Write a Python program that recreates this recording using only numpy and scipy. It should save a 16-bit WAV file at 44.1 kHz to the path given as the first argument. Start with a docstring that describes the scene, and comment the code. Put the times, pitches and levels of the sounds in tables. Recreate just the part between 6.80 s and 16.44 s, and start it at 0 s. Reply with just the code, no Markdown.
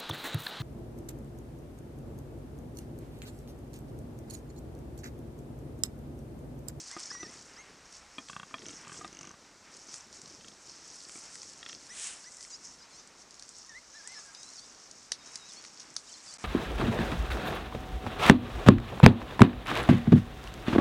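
"""Wild boar in dry leaves

Adults and young grunt in trains of throat slaps and give single barks; piglets whistle and whine.
Each slap rings the throat, while the whistles and whines are sums of sines on gliding pitch paths.
Filtered noise makes rustling leaves, cracking twigs, a snort, snuffling, far grunts and a low rumble.
A small mono microphone adds a steady hiss, and the sound drops out for a moment near the end."""
import sys
import numpy as np
from scipy import signal
from scipy.fft import rfft, irfft, next_fast_len
from scipy.io import wavfile
from scipy.ndimage import uniform_filter1d

SR = 44100
rng = np.random.default_rng(int(sys.argv[2]) if len(sys.argv) > 2 else 0)


def generate_wav(sig):
    """Save sig (samples, or channels by samples) to the path in sys.argv[1] as 16-bit PCM at SR."""
    pcm = np.round(np.clip(np.atleast_2d(sig).T, -1, 1) * 32767).astype(np.int16)
    wavfile.write(sys.argv[1], SR, pcm)


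def voltage_ratio(level):
    """Linear amplitude factor for a level in decibels (scalar or array-like)."""
    return 10 ** (np.asarray(level, float) / 20)


N = 425124
T = np.arange(N) / SR

# each shove of a snout or foot through the leaves:
# (peak time [s], time to rise 10 dB [s], time to sink 10 dB [s], level [dB], crispness [dB])
STIRS = [(0.0, .02, 0.022, -43, -2), (.08, 0.064, 0.099, -46, -4), (.21, .06, .05, -49, -3),
         (.29, .2, 0.23, -48, -8), (.59, 0.19, 0.26, -59, -4), (1.15, 0.083, 0.048, -52, -6),
         (1.4, 0.17, 0.11, -60, -11), (1.5, 0.12, 0.091, -54, -3.5), (1.9, .2, .22, -53, -5),
         (2.121, .07, 0.14, -54, 0), (2.3, .2, .13, -61, -15), (2.95, 0.091, 0.27, -56, -4.5),
         (3.141, 0.067, 0.067, -48, -3.5), (3.35, 0.036, .5, -52.5, -5.5), (3.89, 0.059, 0.47, -51, -8),
         (4.15, .3, .3, -56, -3), (4.35, .2, 0.12, -54.5, 5), (4.45, 0.089, 0.13, -50.5, -3),
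         (4.55, .1, 0.086, -55.5, 4), (4.67, .2, 0.15, -51.5, -4), (4.91, 0.1, .27, -50, -9),
         (5.23, 0.21, 0.34, -55, 6.5), (5.42, .15, 0.23, -57.5, -4), (5.64, .07, 0.11, -51.5, -4.5),
         (5.849, 0.036, .11, -49.5, -8), (6.15, 0.059, .115, -55.5, -8), (6.42, .045, 0.027, -52, -6),
         (6.74, 0.18, 0.37, -52.5, -6.5), (7.24, .17, 0.053, -53.5, -9), (7.33, 0.082, .33, -52.5, -4),
         (7.68, 0.084, 0.34, -51, -5), (8.24, .5, 0.1, -55, -8), (8.46, .05, 0.21, -52.5, -7),
         (8.75, .09, 0.21, -51, -7), (9.02, 0.071, 0.016, -48.5, -12), (9.19, 0.039, 0.086, -56, 0),
         (9.37, 0.21, 0.26, -55.5, -9), (9.53, 0.21, 0.088, -52, -0.5), (9.64, 0.059, .05, -54, -2)]


def along(points, hz):
    """Level in dB at each frequency of a (Hz, dB) spectrum, straight on a log frequency axis."""
    f, db = np.transpose(points)
    log_hz = np.log(np.maximum(hz, 1))
    return np.interp(log_hz, np.log(f), db, left=db[0] - 10, right=db[-1] - 15.5)


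def colour(x, points):
    """Filter by a spectrum and set the rms to 1."""
    n = next_fast_len(len(x))
    hz = np.arange(n // 2 + 1) * SR / n
    y = irfft(rfft(x, n) * voltage_ratio(along(points, hz)), n)[:len(x)]
    return y / np.sqrt(np.mean(y ** 2))


def band(x, order, lo_hz, hi_hz):
    """Let through only the frequencies between two edges."""
    return signal.sosfilt(signal.butter(order, [lo_hz, hi_hz], "band", fs=SR, output="sos"), x)


def walk(rate):
    """A random level that glides to a new value `rate` times a second; its spread is near 1."""
    hold = int(SR / rate)
    steps = np.repeat(rng.standard_normal(N // hold + 1), hold)
    return 1.2 * uniform_filter1d(steps, hold)[:N]


def add(out, s, x):
    """Mix x in at s seconds."""
    i = int(s * SR)
    out[i:i + len(x)] += x[:N - i]


def swells(s, rise_s, sink_s, db, bed_db):
    """Gain of overlapping swells, each climbing and sinking steadily in dB, over a constant bed."""
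    power = voltage_ratio(2 * bed_db)
    for at, rise, sink, top_db in zip(s, rise_s, sink_s, db):
        tens_below_top = np.maximum((T - at) / sink, (at - T) / rise)
        power = power + voltage_ratio(2 * (top_db - 10 * tens_below_top))
    return np.sqrt(power)


def slap(throat, chest_db, snout_db, chance):
    """One slap of the vocal folds rings the throat modes, a little differently each time."""
    t = np.arange(3000) / SR
    hz, db, t60 = np.transpose(throat)
    n = len(hz)
    # the chest lifts the lowest modes, the snout the highest
    tone_db = db + chest_db * (hz < 500) + snout_db * (hz > 2400) + 1.5 * chance[:n]
    tone_hz = hz * (1 + .02 * chance[n:2 * n])
    ring = voltage_ratio(tone_db) * np.sin(2 * np.pi * tone_hz * t[:, None])
    fade = np.exp(-np.log(1000) * t[:, None] / t60)
    onset = 1 - np.exp(-t / 0.0003)
    air = 1 + uniform_filter1d(rng.standard_normal(len(t)), size=12)  # breath roughens the ring
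    return air * onset * (ring * fade).sum(1) / 2


def grunt_trains(rows, throat):
    """A grunt is a train of evenly timed slaps that swells and fades."""
    out = np.zeros(N)
    for first, last, rate_hz, level_db, chest_db, snout_db in rows:
        count = int(round((last - first) * rate_hz)) + 1
        for k, chance in enumerate(rng.standard_normal((count, 20))):
            place = (2 * k + 1) / count - 1  # from -1 to 1 through the train
            swell_db = -4.5 * (place + .2) ** 2  # loudest a little before the middle
            pulse = slap(throat, chest_db, snout_db, chance)
            add(out, first + k / rate_hz, pulse * voltage_ratio(level_db + swell_db + chance[-1]))
    return out


def grunts():
    """Sows, piglets and yearlings grunt, each kind ringing its own throat modes."""
    # grunts: (first pulse [s], last pulse [s], pulse rate [Hz], level [dB], chest [dB], snout [dB])
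    sow_rows = [(.3150, .3500, 28.5, -34.5, -12, -15), (1.4975, 1.632, 29.9, -30.5, -0.5, -3),
                (2.0478, 2.166, 42, -36.5, 2, -3), (2.411, 2.541, 30.96, -38.5, 5, -12)]
    piglet_rows = [(1.8640, 1.905, 48.8, -40, 0, 6.5), (2.3285, 2.512, 48.7, -43.5, 0, 6.5),
                   (3.0655, 3.105, 51.8, -48, 0, -10), (3.515, 3.561, 44.1, -47, 0, -10),
                   (4.3561, 4.380, 43.2, -40, 0, -15)]
    yearling_rows = [(1.7829, 1.927, 27.4, -41, -7, 3.1), (3.6093, 3.717, 28, -47.5, 2, 6),
                     (4.829, 4.929, 30.2, -34, -8, 2.5)]
    # throat modes: (frequency [Hz], level [dB], time to fade 60 dB [s])
    sow_throat = [(175, -4.5, 0.032), (532, -11, 0.027), (900, -23, 0.03), (1170, 3, 0.023),
                  (1490, 1, 0.016), (2690, -0.5, 0.024), (3230, 1, 0.02), (3770, -26, 0.029)]
    piglet_throat = [(315, 1.5, 0.037), (623, -5, 0.022), (1300, -3.5, 0.036), (2266, 0, 0.018),
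                     (2850, -3, 0.018), (5770, 2, 0.0094), (6200, 9.5, 0.0091), (6800, -8, .008)]
    yearling_throat = [(284, -8, 0.045), (1370, -2.5, 0.029), (1850, 2, 0.018), (2750, 0, 0.015),
                       (3250, 3, 0.017), (3600, 0, 0.017)]
    old = grunt_trains(sow_rows, sow_throat) + grunt_trains(yearling_rows, yearling_throat)
    return old + grunt_trains(piglet_rows, piglet_throat)


def barks():
    """Two sows bark in lone slaps with a longer ring of the throat."""
    # barks: (time [s], level [dB], chest [dB], snout [dB])
    near_rows = [(1.3825, -32.5, 5, 4), (1.7096, -46.5, 10, -15), (1.7410, -28, -0.5, -1.5)]
    side_rows = [(.1650, -33.5, 1, -15), (.4290, -39.5, 7, 4), (2.2115, -38.5, -3, -10),
                 (2.2455, -33.5, -4.5, -2), (7.383, -51, -6, -15)]
    # throat modes: (frequency [Hz], level [dB], time to fade 60 dB [s])
    near_throat = [(273, -7, 0.068), (673, -9.5, 0.07), (1055, -2.5, 0.046), (1210, 2.5, 0.037),
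                   (1777, -5, 0.05), (2430, 1, 0.034), (3255, -0.5, 0.042), (4080, -20, 0.027)]
    side_throat = [(342, 2, 0.051), (738, 1.5, 0.034), (1230, 6, 0.052), (1600, -2.5, 0.028),
                   (1900, -5, .04), (2620, -1.5, 0.035), (3650, 1.5, 0.021)]
    out = np.zeros(N)
    for rows, throat in [(near_rows, near_throat), (side_rows, side_throat)]:
        for s, level_db, chest_db, snout_db in rows:
            chance = .5 * rng.standard_normal(20)
            add(out, s, slap(throat, chest_db, snout_db, chance) * voltage_ratio(level_db))
    return out


def calls(paths, voices, middle_hz, db_per_octave):
    """Gain, pitch, phase and traits of gliding calls whose level follows pitch and fades at both ends."""
    attack_s, release_s, edge_db = .006, .025, -6.0  # edge_db: extra level at the very ends
    starts = np.array([path[0][0] for path in paths])
    ends = np.array([path[-1][0] for path in paths])
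    s, path_hz = np.transpose(np.vstack(paths))
    sounding = sum((T > start) & (T <= end) for start, end in zip(starts, ends))
    gate = uniform_filter1d(sounding.astype(float), size=400)
    live = np.flatnonzero(gate > 1e-6)  # only the samples in which a call sounds
    t = T[live]

    smooth_hz = uniform_filter1d(np.interp(T, s, path_hz), size=400)[live]
    hz = smooth_hz * (1 + 0.00435 * walk(120)[live])  # the pitch trembles slightly
    phase = 2 * np.pi * np.cumsum(hz) / SR

    lengths = [len(path) for path in paths]
    db, *traits = [np.interp(t, s, np.repeat(trait, lengths)) for trait in np.transpose(voices)]
    own = np.searchsorted(ends[:-1], t)  # the call that sounds now
    attack = (t - starts[own]).clip(0) / attack_s
    release = (ends[own] - t).clip(0) / release_s
    db = db + db_per_octave * np.log2(hz / middle_hz)
    db = db + edge_db * np.clip(1 - np.minimum(attack, release), 0, 1)
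    gain = gate[live].clip(0, 1) * np.sqrt(2) * voltage_ratio(db)
    return live, gain, hz, phase, traits


def whistles():
    """Thin squeaks, each a sine with a weak second partial and a third that varies."""
    # pitch path of each squeak: (time [s], pitch [Hz])
    paths = [
        [(.105, 1500), (.13, 2080), (.16, 2090)],
        [(.268, 2250), (.292, 2320)],
        [(.3, 1548), (.325, 2000), (.37, 1870), (.4, 2000), (.435, 1960), (.46, 1800), (.5, 2060)],
        [(.76, 1550), (.79, 2080), (.82, 2180)],
        [(5.09, 1600), (5.115, 2000), (5.14, 2020)],
        [(5.44, 1450), (5.46, 1900), (5.49, 2050)],
        [(5.58, 1940), (5.63, 2020)],
        [(6.89, 1900), (6.935, 1710), (6.965, 2020), (6.99, 2140)],
        [(7.14, 1650), (7.17, 1800), (7.215, 1615)],
        [(7.23, 1508), (7.28, 1950), (7.335, 2120), (7.36, 1750), (7.41, 1660)],
        [(7.45, 1680), (7.53, 1570)],
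    ]
    # one row per squeak: (level at the middle pitch [dB], third partial over the first there [dB])
    voices = [(-49.5, 1.5), (-57, -18), (-54.5, 4.5), (-56.5, 1), (-54, 3), (-57, 4.5), (-60, -8),
              (-51.5, -17), (-55, -12), (-56, -4), (-58.5, -8)]
    middle_hz = 2000
    # harder blown is higher and louder: 8 dB per octave
    live, gain, hz, phase, (third_db,) = calls(paths, voices, middle_hz, 8.0)
    third_db = third_db - 12.0 * np.log2(hz / middle_hz)  # stands out most low in a glide
    tone = np.sin(phase) + voltage_ratio(-16.0) * np.sin(2 * phase) + voltage_ratio(third_db) * np.sin(3 * phase)
    out = np.zeros(N)
    out[live] = gain * tone * voltage_ratio(3.3 * walk(60)[live])  # the level flickers
    return out


def whines():
    """A stack of partials heard through the mouth; each partial flickers on its own."""
    # pitch path of each wavering whine: (time [s], pitch [Hz])
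    paths = [
        [(.228, 1750), (.24, 1460), (.255, 1500), (.27, 1340), (.29, 1400)],
        [(5.7, 1140), (5.72, 1000), (5.738, 950), (5.77, 1170)],
        [(5.985, 1103), (6.015, 955), (6.035, 1020), (6.07, 1300)],
        [(6.1, 1210), (6.135, 1010), (6.165, 1090), (6.19, 1206), (6.23, 1250)],
        [(7.13, 1290), (7.19, 1384), (7.23, 2000), (7.26, 1850), (7.3, 1316), (7.325, 1190)],
        [(7.345, 1270), (7.375, 1390), (7.395, 1300), (7.415, 1036), (7.45, 1453), (7.47, 1870), (7.49, 1900),
         (7.51, 1750)],
        [(7.54, 1260), (7.56, 1186), (7.58, 1260), (7.63, 1257), (7.65, 1357), (7.68, 1340), (7.71, 1430),
         (7.74, 1390), (7.79, 1084), (7.86, 1257)],
        [(8.38, 1340), (8.41, 1234), (8.44, 1240)],
        [(8.46, 1300), (8.52, 1260), (8.57, 1375), (8.63, 1250), (8.69, 1330), (8.72, 1043)],
        [(8.76, 1040), (8.79, 1135), (8.81, 1080)],
        [(9.27, 1167), (9.293, 1450), (9.305, 1600), (9.328, 1330)],
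        [(9.332, 1230), (9.35, 1004), (9.368, 1130)],
        [(9.372, 1160), (9.385, 1220), (9.4, 1450), (9.42, 1266)],
        [(9.46, 1406), (9.48, 1180), (9.5, 1120), (9.52, 1290)],
        [(9.522, 1310), (9.528, 1370), (9.545, 1695), (9.57, 1314)],
    ]
    # one row per whine: (level at the middle pitch [dB], mouth centre [Hz],
    # how sharply the mouth picks partials [factor])
    voices = [(-53, 5900, 3), (-55, 5800, 1.6), (-63.5, 5100, 1.6), (-60.5, 5500, 1.4), (-60, 5200, 1.8),
              (-57, 5500, 1.9), (-58.5, 4940, 1.5), (-60, 4400, 1.6), (-61, 4600, 1.0), (-56, 4500, 2.2),
              (-56, 4100, 2), (-56, 4200, 3), (-61, 4000, 2), (-54, 4900, 3), (-53, 4500, 3)]
    # mouth resonance: (partial's frequency over mouth centre [ratio], level [dB])
    mouth = [(.2, -22), (.55, -15), (.7, -6), (.85, -1), (1, 0), (1.25, -2), (1.5, -9), (2.2, -18)]
    # the voice thins as it is squeezed upward: -8 dB per octave from 1250 Hz
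    live, gain, hz, phase, (mouth_hz, focus) = calls(paths, voices, 1250, -8)
    place, mouth_db = np.transpose(mouth)
    out = np.zeros(N)
    for k in range(1, 10):
        partial_db = focus * np.interp(k * hz / mouth_hz, place, mouth_db) + 3.5 * walk(60)[live]
        out[live] += gain * voltage_ratio(partial_db) * np.sin(k * phase + k * k)
    return out


def rustle():
    """Leaf ticks of uneven size over a smooth scrape; each frequency band flickers apart."""
    # spectrum of dry leaves: (frequency [Hz], level per Hz [dB])
    leaf_spectrum = [(1470, -32), (2500, -21), (4010, -17.5), (4340, -9.5), (5530, -3), (8010, -10),
                     (9550, -20), (10600, -18), (12500, -18), (16200, -74), (22000, -120)]
    ticks_per_s, tick_spread_db = 570.0, 4.0
    bed_db, bed_crisp_db = -70, -9  # the steady rustle under the shoves
    s, rise_s, sink_s, db, crisp_db = np.transpose(STIRS)
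    bands = []
    for lo_hz, hi_hz in [(1500, 5200), (5200, 7000), (7000, 12000)]:
        tick_size = voltage_ratio(tick_spread_db * rng.exponential(size=N).clip(0, 3)) * rng.standard_normal(N)
        ticks = (rng.random(N) < ticks_per_s / SR) * tick_size
        # each tick frays for about a millisecond
        ticks = signal.lfilter([1], [1, -.97], abs(ticks)) * rng.standard_normal(N)
        scrape = colour(rng.standard_normal(N), leaf_spectrum)
        leaves = scrape + colour(ticks, leaf_spectrum)
        bands.append(band(leaves, 3, lo_hz, hi_hz) * voltage_ratio(1.43 * walk(14)))
    body, crisp = bands[0] + bands[1], bands[2]
    body = body / body.std() * swells(s, rise_s, sink_s, db, bed_db)
    crisp = crisp / crisp.std() * swells(s, rise_s, sink_s, db + crisp_db, bed_db + bed_crisp_db)
    return (body + crisp) * voltage_ratio(1.5 * walk(25))


def cracks():
    """A twig or leaf snaps in a short bright burst with a duller thud and a quiet tail of debris."""
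    # clear cracks: (time [s], snap peak [dB], centre frequency [Hz], thud under the snap [dB])
    clear = [(0.1136, -30, 6200, -7), (0.1946, -34, 7700, -31), (0.2024, -29, 5900, -26),
             (1.1248, -42, 5780, -18), (1.4858, -39, 3360, -6), (2.08, -34, 6000, -18),
             (2.1276, -39, 6000, -8), (2.278, -36, 5270, -24), (3.141, -31, 5800, -11),
             (3.3277, -34, 5600, -31), (3.4166, -33.5, 6140, -27), (3.684, -36, 5560, -22),
             (4.2945, -36, 5730, -1), (4.555, -32.5, 6100, -6), (4.631, -36, 5630, -8),
             (4.8888, -35.5, 5650, -5), (5.1742, -33, 8070, -15), (5.2709, -26.5, 8110, -17),
             (5.6082, -35, 5590, -17), (5.6495, -37.5, 5360, -3), (5.773, -44, 6020, -20),
             (6.2741, -42, 6800, -19), (6.508, -39, 5570, -25), (6.5427, -38, 5900, -22),
             (6.5954, -35, 5640, -21), (6.624, -33.5, 5470, -15), (6.691, -30.5, 6600, -31),
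             (7.2746, -28, 7000, -12), (7.5488, -33.5, 4840, -24), (7.631, -31, 5630, -23),
             (7.796, -35, 5300, -25), (8.112, -33.5, 5730, -33), (8.3185, -18, 5200, -14),
             (8.3194, -15.5, 4870, -13), (8.4737, -38, 5480, -24), (8.735, -37, 7000, -18),
             (8.5566, -24, 5750, -19), (8.84, -37, 4910, -7), (8.8495, -35, 4840, -1),
             (9.0021, -33, 5470, -13), (9.1646, -19, 5320, -16)]
    snap_s, tail_s, tail_db = 0.0017, 0.018, -17.0
    top_db = -11.5  # extra treble, against the snap
    small = []
    for _ in range(36):  # small cracks fall soon after the peak of a random shove
        s = rng.choice(np.transpose(STIRS)[0]) + .15 * rng.random()
        a, b, c = rng.standard_normal(3)
        if s < T[-1]:
            small.append((s, -44 + 3.8 * a, 6200 * (1 + .07 * b), -20 + 4.4 * c))
    out, t = np.zeros(N), np.arange(2400) / SR
    for s, peak_db, hz, thud_db in clear + small:
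        noise = rng.standard_normal((2, len(t)))
        shape = np.exp(-t / snap_s) + voltage_ratio(tail_db) * np.exp(-t / tail_s)
        split = noise[0] * shape + 3.4 * (t == 0)  # the first fibre breaks hardest
        bright = band(split, 2, 0.79 * hz, min(1.263 * hz, 10500))
        top = band(split, 2, 6500, 9800)
        bright = bright + voltage_ratio(top_db) * top * bright.std() / top.std()
        dull = band(noise[1] * np.exp(-t / snap_s), 1, 1000, 3000)
        thud = voltage_ratio(thud_db) * dull * bright.std() / dull.std()
        add(out, s, voltage_ratio(peak_db) * (bright + thud) / abs(bright).max())
    return out


def snort():
    """One smooth blast of air through the nostrils: noise that swells and fades."""
    # the blast: (centre time [s], half width [s], level [dB])
    s, width_s, db = (5.245, 0.07, -41)
    # spectrum of the blown air: (frequency [Hz], level per Hz [dB])
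    air_spectrum = [(710, -46), (1200, -15), (1600, -9.5), (3270, -5), (4450, -9.5), (8010, -1.5),
                    (9990, -5), (12000, -34), (15600, -63), (22000, -120)]
    puff = np.exp(-.5 * ((T - s) / width_s) ** 2)
    return colour(rng.standard_normal(N), air_spectrum) * voltage_ratio(db) * puff


def snuffling():
    """Airy breath noise of the animals, drifting in level."""
    # snuffling: (time [s], level [dB])
    levels = [(0.0, -58.5), (.43, -59), (.91, -59.5), (1.4, -63.5), (1.82, -61), (2.4, -60), (2.74, -63.5),
              (3.14, -60.5), (3.81, -64), (4.48, -59), (4.75, -63.5), (5.29, -57), (5.5, -63), (7.1, -65),
              (7.33, -61), (8.06, -63.5), (8.73, -60.5), (9.13, -61.5), (9.45, -60), (9.64, -58)]
    # spectrum of the breath: (frequency [Hz], level per Hz [dB])
    breath_spectrum = [(400, -6.5), (800, -0.5), (1250, 0), (2100, -0.5), (3000, -4.5), (4200, -13.5)]
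    s, db = np.transpose(levels)
    breath = colour(rng.standard_normal(N), breath_spectrum) * voltage_ratio(1.8 * walk(12))
    return breath * voltage_ratio(np.interp(T, s, db))


def far_grunts():
    """Far grunts murmur as low noise puffed at an uneven pulse rate."""
    # far grunts: (peak time [s], time to sink 10 dB [s], level [dB])
    rows = [(.02, 0.1, -62), (.33, .2, -57.5), (.45, .25, -55.5), (.91, .15, -59), (1.42, 0.2, -64),
            (1.82, 0.15, -54.5), (2.17, 0.23, -57.5), (2.49, .3, -59), (3.14, 0.34, -60.5),
            (3.6, 0.5, -63.5), (4.42, 0.4, -63), (4.97, .5, -65), (5.85, .15, -63), (6.2, .4, -64.5),
            (7.95, .5, -68.5), (8.75, 0.9, -65), (9.62, 0.1, -65)]
    # spectrum of the murmur: (frequency [Hz], level per Hz [dB])
    murmur_spectrum = [(40, -21), (90, -7.5), (160, -2.5), (280, -0.5), (420, -3.5), (700, -13)]
    peak_s, sink_s, db = np.transpose(rows)
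    pulse_hz = 30.04 * (1 + 0.17 * walk(5))
    cycle = np.cumsum(pulse_hz / SR) % 1
    puffs = .3 + np.exp(-cycle / 0.35)  # each puff starts hard and dies away
    murmur = colour(rng.standard_normal(N) * puffs, murmur_spectrum) * voltage_ratio(2.5 * walk(12))
    return murmur * swells(peak_s, 0.82 * sink_s, sink_s, db, -78)  # rises a little faster than it sinks


def rumble():
    """A dull low noise under everything, perhaps heavy bodies treading the ground."""
    # rumble: (time [s], level [dB])
    levels = [(0, -70), (1.9, -69), (2.8, -76), (4.4, -77), (5.0, -73), (9.64, -80)]
    s, db = np.transpose(levels)
    low_noise = colour(rng.standard_normal(N), [(25, -5), (60, 2), (110, -7)])
    return low_noise * voltage_ratio(np.interp(T, s, db) + 2.0 * walk(8.8))


def trunk_scatter(near):
    """Trunks scatter the near sounds back as a short, faint, fading wash."""
    t = np.arange(4000) / SR
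    echoes = rng.standard_normal(len(t)) * np.exp(-t / 0.021) * (t > .004)
    echoes = echoes / np.sqrt(np.sum(echoes ** 2))
    return voltage_ratio(-20) * signal.fftconvolve(near, echoes)[:N]


def scene():
    """All animals and leaves, the same in both channels."""
    throats = grunts() + barks()
    throats = signal.sosfilt(signal.butter(2, 90, "high", fs=SR, output="sos"), throats)
    near = throats + whistles() + whines() + cracks()
    near = near + trunk_scatter(near)
    mix = near + rustle() + snort() + snuffling() + far_grunts() + rumble()
    return np.tile(mix, (2, 1))


def microphone_hiss():
    """Steady coloured noise of the microphone."""
    # spectrum of the hiss: (frequency [Hz], level per Hz [dB])
    hiss_spectrum = [(15, -40), (25, -5), (100, -5), (233, -1), (582, -3), (1340, -2.5), (2920, -17),
                     (3720, -7), (5720, -2.5), (7900, -8.5), (10300, -23), (12200, -30.5), (15500, -32)]
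    return voltage_ratio(-59.5) * colour(rng.standard_normal(N), hiss_spectrum)


def low_pass(x):
    """Removes everything above the highest recorded frequency."""
    return signal.sosfilt(signal.butter(12, 15630, fs=SR, output="sos"), x)


def record(dry):
    """Mono microphone with a steep treble limit and steady hiss; the sound drops out for a moment."""
    # dropout: (start time [s], end time [s])
    dropout_start, dropout_end = (9.574, 9.584)
    treble_limit = signal.cheby2(6, 45, 12640, fs=SR, output="sos")  # 45 dB down from 12640 Hz up
    heard = signal.sosfilt(treble_limit, dry) + microphone_hiss()
    gap = uniform_filter1d(((T > dropout_start) & (T < dropout_end)).astype(float), 60)
    mix = heard * (1 - 1.008 * gap)  # a very faint, flipped trace is left in the gap
    return low_pass(mix)


dry = scene()
out = record(dry)
generate_wav(out)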